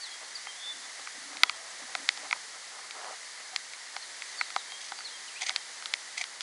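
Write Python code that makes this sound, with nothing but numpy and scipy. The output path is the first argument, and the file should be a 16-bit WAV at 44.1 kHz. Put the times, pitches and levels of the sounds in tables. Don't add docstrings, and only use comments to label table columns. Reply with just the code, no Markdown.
import sys
import numpy as np
from scipy import signal
from scipy.fft import rfft, irfft, next_fast_len
from scipy.io import wavfile
from scipy.ndimage import uniform_filter1d

SR = 44100
rng = np.random.default_rng(int(sys.argv[2]) if len(sys.argv) > 2 else 0)


def digitize_waveform(pressure):
    field = np.atleast_2d(pressure).T
    bounded = np.clip(field, -1, 1)
    quanta = np.round(bounded * 32767).astype(np.int16)
    wavfile.write(sys.argv[1], SR, quanta)


def undo_db(level):
    steps = np.asarray(level, float) / 20
    return 10 ** steps


N = 283154

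# pitch in Hz, level in dB, decay to -60 dB in seconds.
CASE_MODES = [
    [(1946, -0.5, 0.012), (2210, 5, 0.011), (2690, -1, 0.0068)],
    [(797, 0, 0.023)],
    [(989, -8, 0.034), (1260, 3, 0.019), (1510, 3, 0.012)],
    [(4006, 18, 0.0025), (2764, -4, 0.013), (3420, -3.5, 0.0086), (4024, 10, 0.004), (4370, -10.5, 0.0038),
     (4770, 8.5, 0.0046), (5170, -1, 0.0088)],
    [(7340, 5, 0.0013), (5870, 5.5, 0.0076), (6550, -1.5, 0.0082), (7470, 2.5, 0.0071),
     (8550, -4.5, 0.0075), (9040, -3, 0.0022)],
]
# start in seconds, lid level in dB, panel level in dB, snap level in dB.
HAND_TICKS = [
    (0.4682, -29, -41.5, -53),
    (1.95, -19, -30.5, -28.5),
    (2.1729, -37, -45.5, -39),
    (2.309, -18.5, -38, -33.5),
    (3.9631, -26.5, -35.5, -34),
    (4.561, -21.5, -24, -29),
    (4.7188, -34, -47, -41),
    (4.9187, -39, -34, -39.5),
    (4.987, -38, -46, -42),
    (5.5024, -30, -43, -43),
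]
SLIP_DELAY = .0016


def unit(x):
    return x / np.sqrt(np.mean(x ** 2))


def colour(x, points):
    hz, db = np.transpose(points)
    size = next_fast_len(N)
    f = np.arange(size // 2 + 1) * SR / size + 1
    gain = undo_db(np.interp(np.log(f), np.log(hz), db))
    return irfft(rfft(x, size) * gain, size)[:N]


def band(x, lo_hz, hi_hz, order=2):
    return signal.sosfilt(signal.butter(order, (lo_hz, hi_hz), "bandpass", fs=SR, output="sos"), x)


def walk(rate):
    hold = max(int(SR / rate), 1)
    steps = np.repeat(rng.standard_normal(N // hold + 1), hold)
    return unit(uniform_filter1d(uniform_filter1d(steps, hold), hold)[:N])


def grains(rate, spread_db):
    moment, side, size = rng.random((3, N))
    return (moment < rate / SR) * np.sign(side - .5) * undo_db(-spread_db * np.log(size + 1e-4))


def ring(x, hz, t60):
    r = np.exp(-np.log(1000) / (t60 * SR))
    angle = 2 * np.pi * hz / SR
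    return signal.lfilter([0, np.sin(angle)], [1, -2 * r * np.cos(angle), r * r], x)


def ring_all(x, modes):
    return unit(sum((-1) ** k * undo_db(db) * ring(x, hz, t60) for k, (hz, db, t60) in enumerate(modes)))


def swells(rows, attack, release, lost_db):
    t = np.arange(N) / SR
    for s, hold, db, *_ in rows:
        end = s + hold
        times = [s - 2 * attack, s - attack, s, end, end + release, end + 2 * release]
        levels = db - lost_db * np.array([4, 1, 0, 0, 1, 4])
        yield undo_db(np.interp(t, times, levels, left=-200, right=-200))


def hiss():
    # frequency in Hz, density in dB per Hz.
    port = [(18, -67), (30, -50), (48, -56), (114, -29), (499, -11.5), (593, -10), (759, -7), (1480, -5),
            (1990, 2), (2540, -9), (4710, -2.5), (5600, -5.5), (6180, -4), (9640, -11), (10900, -5.5),
            (14200, -49), (22000, -120)]
    noise = unit(colour(rng.standard_normal(N), port))
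    low = band(noise, 40, 1600)
    return undo_db(-44 - 0.29) * (noise * undo_db(0.51 * walk(3.344)) + low * 0.071 * walk(14.0))


def whine():
    # sideband number in steps from the tone, level in dB rms.
    sidebands = [(-3, -81), (-2, -79), (-1, -76), (0, -69), (1, -72), (2, -86), (3, -94), (4, -95),
                 (5, -94), (6, -89), (7, -93)]
    tone_hz, step_hz = 10740.2, 81.5
    t = np.arange(N) / SR
    return sum(undo_db(db + 3.0) * np.sin(2 * np.pi * (tone_hz + k * step_hz) * t + k * k)
               for k, db in sidebands)


def rumble():
    # start in seconds, hold in seconds, level in dB.
    shifts = [
        (.46, .001, -80),
        (.77, .001, -71),
        (.98, .47, -76.5),
        (1.54, .001, -69),
        (1.7, 0.76, -73.5),
        (2.6, .3, -84),
        (4.11, .001, -74),
        (5.04, .001, -79),
    ]
    still_db = -87.5
    grip = undo_db(still_db) + sum(swells(shifts, attack=.06, release=0.053, lost_db=14))
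    return grip * undo_db(-5.0) * unit(band(rng.standard_normal(N), 73, 320))


def along(table, quiet):
    s, *columns = np.transpose(table)
    span = slice(max(int((s[0] - quiet) * SR), 0), min(int((s[-1] + quiet) * SR), N))
    t = np.arange(span.start, span.stop) / SR
    gate = np.clip(np.minimum(t - s[0], s[-1] - t) / quiet + .5, 0, 1)
    return span, gate, [np.interp(t, s, c) for c in columns]


def glides(rows, peak, rise_db, fade_db, bend):
    u = np.linspace(0, 1, 13)
    slide = (1 - bend) * u + bend * (.5 - .5 * np.cos(np.pi * u))
    lost_db = np.interp(u, [0, peak, 1], [rise_db, 0, fade_db])
    return [np.transpose([s + length * u, hz + (last_hz - hz) * slide, db - lost_db])
            for s, length, hz, last_hz, db in rows]


def birds():
    # time in seconds, pitch in Hz, level in dB.
    sparrow = [(.59, 3270, -57), (.63, 3370, -50), (.665, 3510, -43), (.705, 3510, -39), (.722, 3520, -45),
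               (.735, 3420, -62), (.755, 3540, -58), (.772, 3550, -64)]
    # start in seconds, length in seconds, first Hz, last Hz, level in dB.
    chirps = [
        (.018, 0.071, 4550, 3300, -40.5),
        (.347, 0.032, 4900, 4220, -36),
        (4.015, .038, 4500, 3830, -45),
        (4.372, 0.074, 4620, 3920, -38),
        (4.572, 0.049, 4020, 3500, -43.5),
        (5.036, .068, 4600, 3420, -39.5),
        (5.272, 0.039, 3200, 2400, -47),
        (5.345, 0.066, 2280, 3100, -44.5),
        (1.695, .035, 7900, 8400, -50),
    ]
    # start in seconds, length in seconds,
    # first Hz, last Hz, level in dB.
    whistles = [(.001, 0.04, 4580, 4500, -42), (.085, 0.077, 3300, 3290, -50.5),
                (.108, 0.016, 4100, 4130, -43), (.241, 0.013, 4230, 4170, -47),
                (.468, 0.047, 3200, 3140, -46), (.55, 0.16, 3420, 3770, -48.5),
                (.815, 0.054, 3570, 3520, -52), (1.44, 0.068, 3385, 3350, -51),
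                (1.505, .065, 3160, 3250, -54), (1.55, 0.17, 661, 667, -57), (4.592, .025, 4000, 3860, -55),
                (4.68, 0.11, 3150, 3270, -49), (4.815, .045, 3200, 3210, -59),
                (4.96, 0.058, 4740, 4540, -46), (5.11, 0.072, 3290, 3170, -49.5),
                (5.5, 0.11, 3205, 3170, -53)]
    # delay in seconds, level in dB.
    echoes = [
        (.028, -13),
        (.061, -19),
    ]

    song, waver = np.zeros(N), 1 + 0.0057 * walk(120)
    calls = [sparrow] + glides(chirps, peak=0.29, rise_db=18, fade_db=18, bend=0.85)
    calls += glides(whistles, peak=0.55, rise_db=11.5, fade_db=10.4, bend=0.11)
    for call in calls:
        span, gate, (hz, db) = along(call, quiet=.012)
        song[span] += gate * undo_db(db + 4.5) * np.sin(2 * np.pi * np.cumsum(hz * waver[span]) / SR)

    t = np.arange(SR // 2) / SR
    trees = rng.standard_normal(len(t)) * np.exp(-np.log(1000) * t / 0.57) * (t > .015)
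    smear = undo_db(-15.0) * signal.fftconvolve(song, trees / np.sqrt(np.sum(trees ** 2)))[:N]
    return song + smear + sum(undo_db(db) * np.roll(song, int(lag * SR)) for lag, db in echoes)


def boots():
    # pitch in Hz, level in dB, decay to -60 dB in seconds.
    snow = [(500, -2.5, 0.017), (630, -2, 0.018), (762, 4, 0.049), (980, 5, 0.0095), (1280, 6, 0.013),
            (1700, -6, 0.0098)]
    # start in seconds, hold in seconds, level in dB.
    crunches = [(.228, .001, -46), (.7, .001, -56), (.852, 0.011, -56), (.998, .001, -50),
                (1.15, .001, -56), (1.29, 0.19, -53), (1.52, 0.29, -56), (1.832, .001, -53),
                (1.89, 0.036, -52), (1.98, 0.073, -56), (2.2, .001, -49.5), (2.252, .001, -44),
                (2.35, 0.014, -49.5), (2.558, .001, -50), (2.72, 0.14, -53.5), (2.95, 0.18, -46),
                (3.232, .001, -56), (3.4, .001, -55), (3.54, .001, -51), (3.95, .001, -52),
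                (4.662, .001, -60), (5.7, .001, -56), (5.8, 0.0011, -58)]
    # start in seconds, hold in seconds, level in dB.
    thuds = [
        (.74, 0.12, -64.5),
        (.998, .01, -66),
        (1.15, 0.28, -61),
        (1.83, .018, -57.5),
        (1.935, .001, -66),
        (2.004, .001, -52),
        (2.2, 0.08, -64.5),
    ]
    lumps = unit(sum(undo_db(db) * unit(ring(grains(300, 2.7), hz, t60)) for hz, db, t60 in snow))
    crumbs = undo_db(-7.5) * unit(band(grains(150, 3.6), 500, 3000))
    crunch = band(lumps, 430, 2500) + crumbs
    thud = unit(band(ring(grains(120, 1.3), 287.0, 0.08), 207, 370))
    crunch_gain = sum(swells(crunches, attack=0.034, release=.045, lost_db=20.5))
    thud_gain = sum(swells(thuds, attack=0.028, release=0.048, lost_db=15))
    return crunch_gain * crunch + undo_db(-2.0) * thud_gain * thud


def ticks():
    # start in seconds, lid level in dB, panel level in dB, snap level in dB.
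    seam_ticks = [(1.0713, -28, -36, -47), (1.3684, -29.5, -52, -37.5), (1.4326, -4.5, -18, -11.5),
                  (1.494, -18, -30, -26), (2.0882, -10.5, -40, -17), (2.326, -11.5, -25, -31),
                  (2.9075, -31.5, -50, -37.5), (3.5601, -20, -63, -23), (3.7334, -32.5, -50, -42),
                  (4.2196, -24.5, -45, -38.5), (4.4099, -13, -25.5, -33), (4.5019, -32, -42.5, -40),
                  (5.0039, -38, -40.5, -50), (5.4924, -25, -32.5, -23.5), (5.5599, -22, -46, -21.5),
                  (5.8224, -36, -41, -40.5), (5.8565, -34, -40, -29.5), (5.9367, -15, -63, -22),
                  (6.2385, -30, -44, -32), (6.4063, -30.5, -46, -29.5)]
    hand_shell_db, seam_shell_db = 2.7, -11.5
    share_db, detune = 1.5, .018
    tick_size, slip_size = 2048, 96
    out, t = np.zeros(N + tick_size), np.arange(tick_size) / SR
    rows = [(*row, hand_shell_db) for row in HAND_TICKS] + [(*row, seam_shell_db) for row in seam_ticks]
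    for s, lid_db, panel_db, snap_db, shell_db in rows:
        slips = .05 * rng.standard_normal(slip_size) * np.exp(-t[:slip_size] / .0011)
        slips[0] = 1
        edge_db = -40 + 0.85 * (snap_db + 29.5)
        group_db = [lid_db - 8.5, panel_db + shell_db, panel_db, snap_db, edge_db]
        for modes, energy_db in zip(CASE_MODES, group_db):
            ringing = np.zeros(tick_size)
            for k, (hz, db, t60) in enumerate(modes):
                mode_hz = hz * (1 + detune * rng.standard_normal())
                gain = (-1) ** k * undo_db(db + share_db * rng.standard_normal())
                ringing += gain * np.sin(2 * np.pi * mode_hz * t) * np.exp(-np.log(1000) * t / t60)
            part = np.convolve(ringing, slips)[:tick_size]
            part = undo_db(energy_db + 21.0) * part / np.sqrt(np.sum(part ** 2))
            out[int((s + SLIP_DELAY) * SR):][:tick_size] += part
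    return out[:N]


def jolts():
    push = np.zeros(N)
    for s, _, panel_db, _ in HAND_TICKS:
        push[int((s + SLIP_DELAY) * SR)] = undo_db(panel_db + 20 - 3.5)
    return band(push, 230, 640, order=1)


def rubs():
    # start in seconds, hold in seconds, level in dB, bright share in dB, shell share in dB.
    strokes = [(4.807, 0.084, -55.5, 15, -10), (5.411, 0.0091, -40, 13.5, -2.5),
               (5.421, .003, -35.5, 1, -4), (5.436, .001, -43.5, 8, -6), (5.457, 0.0072, -44.5, 11.5, -12),
               (5.467, 0.023, -38.5, 6, -14), (5.504, .002, -39, 1, 1), (6.178, .001, -32, 5, -16),
               (6.213, .001, -31.5, 2, -8.5), (6.194, 0.015, -46.5, 9, -6), (6.411, 0.0018, -41, 8, -11)]
    skin = grains(3500, 2.7) * undo_db(1.7 * walk(150))
    lid, shell, panel, snap, edge = (ring_all(skin, modes) for modes in CASE_MODES)
    bright = 0.44 * snap + 0.26 * edge + 0.19 * unit(band(skin, 3400, 7800))
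    body = 0.97 * shell + 0.17 * panel
    gains = swells(strokes, attack=0.0042, release=0.015, lost_db=14.3)
    return sum(gain * (lid + undo_db(bright_db) * bright + undo_db(shell_db) * body)
               for gain, (*_, bright_db, shell_db) in zip(gains, strokes))


def converter(x):
    # frequency in Hz, gain in dB.
    rolloff = [(10100, 0.5), (10400, -6), (10700, -9.5), (11000, -37), (11400, -26), (12000, -46)]
    return colour(x, rolloff)


def scene():
    case = band(ticks() + rubs(), 775, 10600, order=4) + jolts()
    sound = converter(hiss() + case + boots() + rumble() + birds()) + whine()
    return np.array([sound, sound])


def roll_off(x):
    return signal.sosfilt(signal.butter(12, 16000, fs=SR, output="sos"), x)


def record(dry):
    ceiling = .8
    overload = band(dry - np.clip(dry, -ceiling, ceiling), 250, 20000)
    return roll_off(dry - overload)


dry = scene()
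out = record(dry)
digitize_waveform(out)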